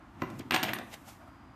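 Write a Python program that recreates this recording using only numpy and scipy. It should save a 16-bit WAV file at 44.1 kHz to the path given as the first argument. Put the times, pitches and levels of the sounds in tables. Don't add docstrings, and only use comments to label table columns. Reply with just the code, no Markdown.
import sys
import numpy as np
from scipy import signal
from scipy.fft import rfft, irfft
from scipy.io import wavfile
from scipy.ndimage import uniform_filter1d

SR = 44100
rng = np.random.default_rng(int(sys.argv[2]) if len(sys.argv) > 2 else 0)


def unload_wav(signal):
    wavfile.write(
        sys.argv[1],
        SR,
        np.round(np.clip(np.atleast_2d(signal).T, -1, 1) * 32767).astype(np.int16),
    )


N = 68355

# (frequency [Hz], gain [dB])
ROOM_TONE_EQ = [(25, -60), (44, -6), (130, -3), (182, -10), (235, -5), (310, -6.5), (450, -24.5),
                (700, -13.5), (1200, -14), (2310, -25.5), (3100, -31.5), (4480, -37), (14000, -53.5)]
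# (peak [s], rise [s], fall [s], level [dB], treble [dB])
BRUSHES = [(0.214, 0.022, 0.11, -55.5, -5), (0.303, 0.0025, 0.0037, -48.5, 8),
           (.365, 0.11, 0.057, -62, 12.5), (0.3948, 0.0039, 0.0015, -44, 24),
           (0.408, 0.0083, 0.0086, -47.5, -8.5), (0.69, 0.014, 0.017, -33, -11.5),
           (0.942, 0.016, 0.0081, -40.5, 5.5), (.93, 0.33, 0.21, -63, 39),
           (1.087, 0.021, 0.042, -50.5, 15.5)]
# (frequency [Hz], gain [dB])
CLOTH_EQ = [(150, -39), (600, 10), (1200, -0.5), (2300, 7), (4000, -4), (7000, -10.5), (10000, -16),
            (13000, -14.5)]
# (peak [s], rise [s], fall [s], level [dB])
BUMPS = [(0.182, 0.031, 0.083, -49), (0.308, 0.014, 0.071, -42), (.445, 0.016, 0.09, -48.5),
         (.72, 0.22, 0.062, -53)]
# (frequency [Hz], gain [dB])
BUMP_EQ = [(40, -31), (85, -2.5), (115, -2.5), (220, -5.5), (330, -13), (450, -24), (1000, -18),
           (4000, -73)]
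# (time [s], gain [dB], bass [dB], body pitch [Hz], body [dB], treble [dB])
KNOCKS = [(0.219, -14, -2.5, 800, 12, 0), (0.22, -19, 8, 1950, 8, -4), (0.2219, -16, 21, 670, 11.5, -17),
          (0.3954, -20.5, 14, 1130, -13, 4), (0.3993, -31, 9.5, 268, 21, -20),
          (0.5087, -11, 9, 1810, 16, 13), (0.5201, -3, 2.5, 1980, 1.5, -5), (.529, -7, -12, 1970, 5.5, -13),
          (.536, -10, -8.5, 2430, 6, 1.5), (0.5415, 0.5, -7.5, 1190, -3.5, -0.5),
          (0.5451, -3.5, 1.5, 900, 9, 10), (0.5507, -8, 1.5, 690, 3.5, 7),
          (.5615, 3, -8.5, 1020, -0.5, -2.5), (0.6294, -3, -0.5, 900, -8.5, 4),
          (.6336, -1.5, 2.5, 1060, -8, 2.5), (0.6402, -17.5, 13, 690, 12, 18),
          (.649, -22, 14.5, 2400, 15, -5), (0.6823, -16.5, -13, 2650, 7.5, -8),
          (0.6905, -14.5, 7, 2420, 8, -8), (.7334, -3.5, -1.5, 690, -10, -1),
          (.766, -15.5, 7, 1600, -0.5, -22), (0.7864, -15.5, 3.5, 730, 3.5, 5.5),
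          (.796, -34, 15, 590, 21, -20), (.813, -27, 11, 596, 10.5, -2)]
# (frequency [Hz], gain [dB])
KNOCK_EQ = [(40, -38), (110, -3.5), (300, 1), (470, -6), (700, 0), (1300, -1.5), (2800, -3.5), (4500, -11),
            (7000, -19.5), (10500, -33), (13500, -20.5)]
# (frequency [Hz], relative level [dB], t60 [s])
TABLE_MODES = [(133, -11, .45), (209, -7, .35), (258, -9, .2), (310, -7, .2), (378, -4, .2), (620, -1, .09),
               (762, -2, .11), (1024, -1, .17), (1130, -4, .11), (1241, -1, .14), (1442, -3, .13),
               (1504, -2, .13), (1692, -2, .14), (1962, -2, .18), (2034, -2, .18), (2378, -2, .18),
               (2784, -2, .18), (3243, -3, .16)]
# (time [s], pendant, gain [dB], share of its free ring time)
CLINKS = [(.2195, "thin", -56, .6), (.515, "low", -47, .8), (.52, "bright", -37, .45),
          (.5508, "thin", -46, 1), (.5508, "low", -49, 1), (.563, "bright", -42, .8),
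          (.6295, "bright", -28, .62), (.6335, "thin", -48, 1), (.6834, "bright", -44, 1),
          (.7335, "bright", -28.5, .72), (.7867, "bright", -50, .6)]
PENDANT_MODES = {"bright": [(6718, -21, .24), (8344, -12, .06), (8656, -15, .04), (9715, -15, .16),
                 (12625, -1, .06), (12680, -6, .09), (13920, -20, .2)], "thin": [(6110, -3, .04),
                 (12032, 0, .17), (13238, -6, .3)], "low": [(8689, 0, .22)]}
# (peak [s], rise [s], fall [s], level [dB])
GRIPS = [(1.078, 0.0039, 0.038, -52), (1.217, 0.007, 0.027, -52), (1.278, 0.01, 0.022, -53)]
# (frequency [Hz], gain [dB])
CASE_EQ = [(200, -33), (480, -22), (660, 4), (950, -8.5), (1300, -4), (1700, -20), (8000, -38)]
# (frequency [Hz], level [dB])
WHINE = [(4892, -80.5)]
# (frequency [Hz], t60 [s])
ROOM_T60 = [(100, 0.77), (400, 0.62), (1200, 0.53), (3000, 0.45), (6000, 0.31), (13000, 0.55)]
# (frequency [Hz], gain [dB])
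REVERB_EQ = [(100, 2), (400, -2.5), (1200, -3), (3000, -4), (6000, -5.5), (9000, -10.5), (13000, -26)]

STRIKE_SPREAD_DB = 1.5


def amp(db):
    return 10 ** (np.asarray(db) / 20)


def unit_rms(x):
    return x / np.sqrt(np.mean(x ** 2) + 1e-20)


def curve_at(points, hz):
    return np.interp(np.log(hz + 1), np.log(np.array(points)[:, 0] + 1), np.array(points)[:, 1])


def add(mix, start, sound):
    part = mix[round(start * SR):][:len(sound)]
    part += sound[:len(part)]


def eq(x, points, bass_db=0, body_hz=1, body_db=0, treble_db=0, size=4096):
    bass_hz, treble_hz, body_octaves = 475, 4200, 0.64
    hz = abs(np.fft.fftfreq(size, 1 / SR))
    bass = 1 / (1 + (hz / bass_hz) ** 4)
    body = np.exp(-.5 * (np.log2((hz + 1) / body_hz) / body_octaves) ** 2)
    treble = 1 - 1 / (1 + (hz / treble_hz) ** 4)
    db = curve_at(points, hz) + bass_db * bass + body_db * body + treble_db * treble
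    log_response = np.conj(signal.hilbert(np.log(amp(db))))
    taps = np.fft.ifft(np.exp(log_response)).real
    return signal.fftconvolve(x, taps[:size // 2])[:len(x)]


def ring(modes, phase_step=0):
    t = np.arange(SR) / SR
    return sum(amp(db - 60 * t / t60) * np.sin(2 * np.pi * hz * t + phase_step * k)
               for k, (hz, db, t60) in enumerate(modes))


def swell(peak, rise, fall):
    t = np.arange(N) / SR - peak
    return np.exp(np.minimum(t / rise, -t / fall))


def jitter(length, smooth_samples):
    return unit_rms(uniform_filter1d(rng.standard_normal(length), size=smooth_samples))


def room_tone(level_db=-54):
    gain = amp(curve_at(ROOM_TONE_EQ, np.fft.rfftfreq(N, 1 / SR)))
    return amp(level_db) * unit_rms(irfft(rfft(rng.standard_normal(N)) * gain, N))


def glove(grain_db=-0.5):
    out = np.zeros(N)
    for peak, rise, fall, db, treble_db in BRUSHES:
        grains = rng.standard_normal(N) * amp(grain_db * jitter(N, smooth_samples=60))
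        out += amp(db) * swell(peak, rise, fall) * unit_rms(eq(grains, CLOTH_EQ, treble_db=treble_db))
    for peak, rise, fall, db in BUMPS:
        out += amp(db) * swell(peak, rise, fall) * unit_rms(eq(rng.standard_normal(N), BUMP_EQ))
    return out


def knocks(trim_db=1.5, click_db=-4.5, contact_db=7, table_db=-41):
    crossover_hz, chatter_s = 425, 0.0021
    out, t = np.zeros(N), np.arange(SR) / SR
    impulse = 1. * (t == 0)
    push = signal.lfilter(*signal.butter(1, crossover_hz, fs=SR), impulse)
    highpass = signal.butter(2, crossover_hz, "high", fs=SR)
    wood_modes = amp(table_db) * np.array([ring([mode]) * (-1) ** k
                                           for k, mode in enumerate(TABLE_MODES)])
    for start, db, bass_db, body_hz, body_db, treble_db in KNOCKS:
        burst = rng.standard_normal(SR) * np.exp(-t / chatter_s) * (1 - np.exp(-2 * t / chatter_s))
        chatter = signal.lfilter(*highpass, burst / np.linalg.norm(burst))
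        mode_gains = amp(STRIKE_SPREAD_DB * rng.standard_normal(len(TABLE_MODES)))
        blow = amp(click_db) * impulse + amp(contact_db) * (push + chatter) + mode_gains @ wood_modes
        add(out, start, amp(trim_db + db) * eq(blow, KNOCK_EQ, bass_db, body_hz, body_db, treble_db))
    return out


def clinks(attack_s=.002, flutter_depth=.35):
    out, t = np.zeros(N), np.arange(SR) / SR
    attack = 1 - np.exp(-t / attack_s)
    for start, pendant, db, ring_share in CLINKS:
        modes = [(hz, level + rng.uniform(-STRIKE_SPREAD_DB, STRIKE_SPREAD_DB), t60 * ring_share)
                 for hz, level, t60 in PENDANT_MODES[pendant]]
        flutter = 1 + flutter_depth * jitter(SR, smooth_samples=130)
        add(out, start, amp(db) * flutter * attack * ring(modes, rng.uniform(0, 2 * np.pi)))
    return out


def tester(whine_start_s=1.0, fade_in_s=0.25):
    t = np.arange(N) / SR
    grip = sum(amp(db) * swell(peak, rise, fall) for peak, rise, fall, db in GRIPS)
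    rustle = grip * unit_rms(eq(rng.standard_normal(N), CASE_EQ))
    nearness = np.clip((t - whine_start_s) / fade_in_s, 0, 1)
    whine = sum(amp(db) * np.sqrt(2) * np.sin(2 * np.pi * hz * t) for hz, db in WHINE)
    return rustle + nearness * whine


def reverb(send, tail_db=-4, early_db=-4.5):
    predelay_s, build_s, early_decay_s = 0.00838, 0.00404, 0.02
    t = np.arange(SR) / SR
    onset = np.clip((t - predelay_s) / build_s, 0, 1)
    hz, frame_s, noise = signal.stft(rng.standard_normal(SR), SR, nperseg=256)
    decay = amp(-60 * frame_s / curve_at(ROOM_T60, hz)[:, None])
    tail = signal.istft(noise * decay, SR, nperseg=256)[1][:SR] * onset
    early = rng.standard_normal(SR) * onset * np.exp(-t / early_decay_s)
    echo = amp(tail_db) * tail / np.linalg.norm(tail) + amp(early_db) * early / np.linalg.norm(early)
    spectrum = rfft(echo)
    power = abs(spectrum) ** 2
    ripple = np.sqrt(uniform_filter1d(power, size=25) / uniform_filter1d(power, size=400))
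    response = (irfft(spectrum / ripple, SR) * onset)[:SR * 3 // 4]
    return signal.fftconvolve(send, eq(response, REVERB_EQ))[:N]


def scene(metal_send_db=3, cloth_send_db=-7):
    wood, metal, cloth = knocks(), clinks(), glove()
    send = wood + amp(metal_send_db) * metal + amp(cloth_send_db) * cloth
    crossfade = np.pi * np.arange(N) / SR / .16
    wet = reverb(send * np.cos(crossfade)) + reverb(send * np.sin(crossfade))
    return (wood + metal + cloth + wet + tester() + room_tone())[None]


def record(dry, cutoff_hz=14150):
    lowpass = signal.firwin(401, cutoff_hz, window=("kaiser", 7), fs=SR)
    return signal.oaconvolve(dry, lowpass[None], "same")


dry = scene()
out = record(dry)
unload_wav(out)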